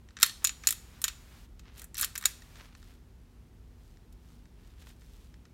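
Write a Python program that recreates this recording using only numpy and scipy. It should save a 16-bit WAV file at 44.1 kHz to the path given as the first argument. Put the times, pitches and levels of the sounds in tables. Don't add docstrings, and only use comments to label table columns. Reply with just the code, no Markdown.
import sys
import numpy as np
from scipy import signal
from scipy.fft import rfft, irfft
from scipy.io import wavfile
from scipy.ndimage import uniform_filter1d

SR = 44100
rng = np.random.default_rng(int(sys.argv[2]) if len(sys.argv) > 2 else 0)


def unload_wav(signal):
    wavfile.write(
        sys.argv[1],
        SR,
        np.round(np.clip(np.atleast_2d(signal).T, -1, 1) * 32767).astype(np.int16),
    )


N = 244065
TIME = np.arange(N) / SR


def from_db(db):
    return 10 ** (np.asarray(db) / 20)


def rms_one(x):
    return x / np.sqrt(np.mean(x ** 2) + 1e-20)


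def attack_one(x):
    return rms_one_gain(x[:int(.004 * SR)]) * x


def rms_one_gain(x):
    return 1 / np.sqrt(np.mean(x ** 2) + 1e-20)


def band(x, low_hz, high_hz, order=2):
    edges = [low_hz, min(high_hz, .45 * SR)]
    return signal.sosfilt(signal.butter(order, edges, "band", fs=SR, output="sos"), x)


def resonate(x, hz, width):
    r = np.exp(-np.pi * width / SR)
    numerator = np.array([1, 0, -1]) * (1 - r * r) / 2
    return signal.lfilter(numerator, [1, -2 * r * np.cos(2 * np.pi * hz / SR), r * r], x)


def fade(t, t60):
    return np.exp(-np.log(1000) * t / t60)


def swell(middle, length):
    return np.exp(-(2 * (TIME - middle) / length) ** 2)


def colour(x, points):
    hz, db = np.transpose(points)
    f = np.maximum(np.fft.rfftfreq(N, 1 / SR), 1)
    skirts = np.minimum(1, f / hz[0]) ** 4 * np.minimum(1, hz[-1] / f) ** 2
    gain = skirts * from_db(np.interp(np.log(f), np.log(hz), db))
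    return rms_one(irfft(rfft(x) * gain, N))


def add(out, s, sound):
    i = int(s * SR)
    out[i:i + len(sound)] += sound[:N - i]


def suppressor(sound):
    open_above_db, open_db = -26, 10
    hold_s, glide_s = 0.413, .03
    loud = uniform_filter1d(sound ** 2, size=176) > from_db(open_above_db) ** 2
    last_loud = np.maximum.accumulate(np.where(loud, TIME, -np.inf))
    is_open = 1.0 * (TIME - last_loud < hold_s)
    return from_db(open_db * uniform_filter1d(is_open, int(glide_s * SR)))


# frequency in Hz, rms level in dB.
HUM_TONES = [(40.2, -62), (59, -59), (104.7, -65), (240, -69.5)]
# frequency in Hz, relative level in dB.
RUMBLE_SPECTRUM = [(30, -15.5), (38, -2), (48, -2.5), (76, -3.5), (110, -14.5), (151, -12), (245, -18.5),
                   (411, -23), (600, -32), (900, -33)]
# frequency in Hz, relative level in dB.
HISS_SPECTRUM = [(600, 1.5), (1200, 4.5), (2600, 2.5), (4500, -0.5), (7000, -3.5), (10500, -6.5),
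                 (12500, -6), (16000, -9.5)]


def background(hiss_gain, rumble_db=-55, shut_hiss_db=-72):
    hum = np.zeros(N)
    for hz, db in HUM_TONES:
        hum += from_db(db) * np.sqrt(2) * np.sin(2 * np.pi * (hz * TIME + rng.random()))
    rumble = from_db(rumble_db) * colour(rng.standard_normal(N), RUMBLE_SPECTRUM)
    hiss = from_db(shut_hiss_db) * hiss_gain * colour(rng.standard_normal(N), HISS_SPECTRUM)
    return hum + rumble + hiss


# low edge in Hz, high edge in Hz.
CONTACT_REGISTERS = [(1100, 2300), (2500, 6700), (7100, 15300)]
# frequency in Hz, width in Hz, mean strength in dB.
BODY_MODES = [(1310, 250, -5), (1579, 230, -2), (1820, 180, 1.5), (2290, 30, -4), (2610, 110, -1.5),
              (3230, 340, -8.5), (3680, 96, -3), (3880, 220, 0.5), (4290, 330, 0), (5310, 260, -1.5),
              (5820, 190, -3), (6180, 200, -5), (7310, 350, 2), (8074, 260, 1), (9200, 3600, -5),
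              (11280, 500, 1), (13650, 500, -5), (14400, 480, -9)]


def click(levels_db, t60, crack_db=-3, thud_db=-21, impact_db=3.0, impact_t60=.006, chatter_db=-25, chatter_t60=0.2):
    t = np.arange(SR // 10) / SR
    impact = from_db(impact_db) * fade(t, impact_t60)
    chatter = from_db(chatter_db) * fade(t, chatter_t60)
    pressure = impact + fade(t, t60) + chatter
    onset = 1 - np.exp(-t / .0002)
    force = rng.standard_normal(len(t)) * pressure * onset
    steel = from_db(crack_db) * force
    for hz, width, db in BODY_MODES:
        strength = from_db(db + rng.normal(0, 2))
        steel = steel + strength * resonate(force, hz, width)
    out = from_db(levels_db[0] + thud_db) * attack_one(band(force, 260, 1200))
    for db, (low, high) in zip(levels_db, CONTACT_REGISTERS):
        out = out + from_db(db) * attack_one(band(steel, low, high, order=3))
    return out


# start in seconds, level in dB before colour.
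LOOSE_KNOCKS = [(0.0874, -56.5), (0.1062, -59), (0.168, -42), (0.174, -48.5), (0.1876, -46.5),
                (0.6367, -44), (1.098, -48), (2.4205, -51.5), (2.556, -52.5), (2.569, -56), (2.75, -52.5),
                (2.828, -56), (3.971, -62.5), (4.4556, -63), (4.824, -62.5), (4.8915, -64), (5.018, -61.5),
                (5.341, -58), (5.4532, -58.5)]
# offsets in dB for the knock, clack and edge registers.
KNOCK_OFFSETS_DB = (-2, -2.5, -24)


def loose_knocks(t60=0.023):
    out = np.zeros(N)
    for s, db in LOOSE_KNOCKS:
        add(out, s, click(db + np.array(KNOCK_OFFSETS_DB), t60))
    return out


# frequency in Hz, relative level in dB, t60 in seconds if free.
PING_MODES = [(6935, 4.5, 0.044), (7070, -6.5, 0.049), (6932, -29, 0.55), (7040, -40.5, .35)]


def ping(longest_t60, detune=.001):
    t = np.arange(int(longest_t60 * SR)) / SR
    out = np.zeros(len(t))
    for hz, db, t60 in PING_MODES:
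        strength = from_db(db + rng.normal(0, 1))
        shifted_hz = hz * (1 + detune * rng.normal())
        out += strength * fade(t, min(t60, longest_t60)) * np.sin(2 * np.pi * shifted_hz * t)
    return attack_one(out)


# start in seconds, knock, clack and edge levels in dB, ping level in dB before a common trim.
SLIDE_CATCHES = [(0.2202, -41, -35.5, -35.5, -42), (0.229, -22.5, -12.5, -13.5, -27.5),
                 (0.233, -24, -27, -29, -34), (0.262, -49, -41.5, -32, -47.5),
                 (0.2957, -51, -38, -53.5, -54.5), (0.4432, -33, -42.5, -23.5, -41.5),
                 (0.4476, -38.5, -23, -26.5, -18.5), (0.4711, -47, -28.5, -31, -32.5),
                 (0.493, -41, -34.5, -50.5, -34.5), (0.6712, -35, -21.5, -19, -17.5),
                 (0.6877, -39, -30, -27, -47.5), (0.7064, -41.5, -32.5, -24, -44.5),
                 (0.7243, -45, -37.5, -31.5, -44), (1.017, -52, -43.5, -35.5, -65),
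                 (1.041, -35, -24.5, -24.5, -24.5), (1.0505, -41, -53, -42, -59),
                 (1.0803, -39, -31, -34.5, -39), (1.5943, -59.5, -54.5, -61, -59),
                 (1.8177, -53.5, -52, -45, -68), (1.842, -56.5, -59.5, -44, -63),
                 (1.944, -53, -50, -42.5, -58), (1.953, -52, -42, -62, -67), (1.982, -49, -43, -32.5, -50),
                 (1.9954, -46, -44, -32, -49), (2.012, -44, -37, -24, -38),
                 (2.0246, -42, -44, -29.5, -34.5), (2.0292, -33.5, -30, -39, -42),
                 (2.038, -36, -33.5, -41, -50.5), (2.045, -42.5, -31, -27.5, -34.5),
                 (2.154, -40.5, -44, -39.5, -60), (2.1585, -51, -36, -49, -60),
                 (2.1779, -46, -42.5, -32.5, -37.5), (2.2555, -29, -21, -19.5, -18.5),
                 (4.1257, -82.5, -65, -64.5, -73)]


def catches(ping_db, t60=0.031, free_t60=.6, held_t60=.035):
    out = np.zeros(N)
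    for s, knock, clack, edge, ring in SLIDE_CATCHES:
        add(out, s, click((knock, clack, edge), t60))
        longest_t60 = free_t60 if .4 < s < 1.2 else held_t60
        add(out, s, from_db(ping_db + ring) * ping(longest_t60))
    return out


def action(ping_db=-1.0):
    return loose_knocks() + catches(ping_db)


# frequency in Hz, level in dB, t60 in seconds.
ROOM_RESPONSE = [(400, -15, 0.42), (1400, -12.5, 0.21), (3520, -13.5, .33), (6950, -21, 0.46),
                 (11000, -19, 0.38), (15000, -21.5, 0.2)]


def room(x, build_s=0.002):
    t = np.arange(SR * 2 // 3) / SR
    hz, db, t60 = np.transpose(ROOM_RESPONSE)
    edges = np.geomspace(200, 17000, 11)
    response = 0
    for low, high in zip(edges, edges[1:]):
        centre = np.sqrt(low * high)
        shape = fade(t, np.interp(centre, hz, t60)) * (1 - np.exp(-t / build_s)) ** 2
        noise = rng.standard_normal(len(t)) * shape / np.linalg.norm(shape)
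        response = response + from_db(np.interp(centre, hz, db)) * band(noise, low, high)
    return signal.fftconvolve(x, response)[:N]


# start in seconds, end in seconds, level at the end in dB before colour, brightness in dB.
RAIL_TRAVELS = [(0.2, 0.222, -40, -1), (1.779, 1.803, -51.5, 4.5), (1.969, 2.023, -38.5, 2),
                (2.2113, 2.254, -40.5, -1.5)]
# offsets in dB for the knock, clack and edge registers.
RAIL_OFFSETS_DB = (-3.5, 0, 0)


def rail_ticks(ticks_per_s=85, t60=.034, rise_db=7, scatter_db=3.0, jitter=0.21):
    out = np.zeros(N)
    for start, end, db, bright_db in RAIL_TRAVELS:
        registers_db = np.array(RAIL_OFFSETS_DB) + bright_db * np.array([-1, 0, 1])
        s = start
        while s < end:
            level_db = db - rise_db * (end - s) / (end - start)
            scatter = scatter_db * rng.standard_normal(size=3)
            add(out, s, click(level_db + registers_db + scatter, t60))
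            s += np.exp(jitter * rng.standard_normal()) / ticks_per_s
    return out


def friction(grains_per_s, grain_db, spread_db):
    happens = rng.random(N) < grains_per_s / SR
    size = from_db(spread_db * np.minimum(rng.exponential(1, N), 4))
    slips = happens * rng.choice([-1, 1], N) * size
    return rng.standard_normal(N) + from_db(grain_db) * rms_one(slips)


# middle in seconds, length in seconds, dull rub in dB and hiss in dB, both before a common trim.
GLOVE_STROKES = [(0.435, 0.03, -54, -62), (0.654, 0.042, -55, -54.5), (0.965, 0.094, -66, -84),
                 (1.36, 0.11, -65.5, -70.5), (1.68, 0.076, -61.5, -89), (1.795, 0.1, -59.5, -61.5),
                 (2.589, 0.066, -57.5, -66.5), (2.682, 0.14, -65, -74), (2.795, 0.086, -80, -68.5),
                 (2.897, 0.14, -68.5, -67.5), (3.87, 0.21, -83.5, -74), (4.319, 0.22, -78.5, -71.5),
                 (4.664, 0.19, -72.5, -72.5), (4.813, 0.064, -68.5, -64.5), (4.888, 0.071, -65, -62.5),
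                 (5.139, 0.36, -75, -68)]
# frequency in Hz, relative level in dB.
RUB_SPECTRUM = [(400, -2), (800, -1.5), (1500, 1), (2600, 0), (4000, -5), (6000, -10.5), (12000, -45.5)]
# frequency in Hz, relative level in dB.
RUSTLE_SPECTRUM = [(3000, 5.5), (4500, 3.5), (8000, 1), (10500, -1.5), (12500, -1.5), (16000, -5.5)]


def rubbing(rub_db=1.5, rustle_db=-0.5, rail_hiss_db=-15):
    rub, rustle = np.zeros((2, N))
    for middle, length, dull_db, bright_db in GLOVE_STROKES:
        rub += from_db(rub_db + dull_db) * swell(middle, length)
        rustle += from_db(rustle_db + bright_db) * swell(middle, length)
    for start, end, db, _ in RAIL_TRAVELS:
        rustle += from_db(rail_hiss_db + db) * swell((start + end) / 2, end - start)
    dull = colour(friction(grains_per_s=160, grain_db=1, spread_db=3.5), RUB_SPECTRUM)
    bright = colour(friction(grains_per_s=200, grain_db=-1.0, spread_db=2.5), RUSTLE_SPECTRUM)
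    return rub * dull + rustle * bright


# offsets in dB for the knock, clack and edge registers.
CREASE_OFFSETS_DB = (-6.5, -1.5, -6)


def creases(snaps_per_s=34, snap_db=-3, t60=.012, scatter_db=3.0):
    out = np.zeros(N)
    for middle, length, _, hiss_db in GLOVE_STROKES:
        registers_db = hiss_db + snap_db + np.array(CREASE_OFFSETS_DB)
        for s in middle + length * rng.uniform(-0.41, 0.39, round(snaps_per_s * length)):
            add(out, s, click(registers_db + scatter_db * rng.standard_normal(size=3), t60))
    return out


def scene(count=2):
    steel = action()
    reflections = sum(room(action(ping_db=-8.5)) for side in range(count)) / np.sqrt(count)
    close = steel + rubbing() + background(suppressor(steel))
    ticks = rail_ticks()
    return (close + reflections + ticks + room(ticks) + creases())[None]


def record(dry, top=1.4, cutoff_hz=15850):
    lowpass = signal.ellip(10, .2, 70, cutoff_hz, fs=SR, output="sos")
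    return signal.sosfilt(lowpass, top * np.tanh(dry / top))


dry = scene()
out = record(dry)
unload_wav(out)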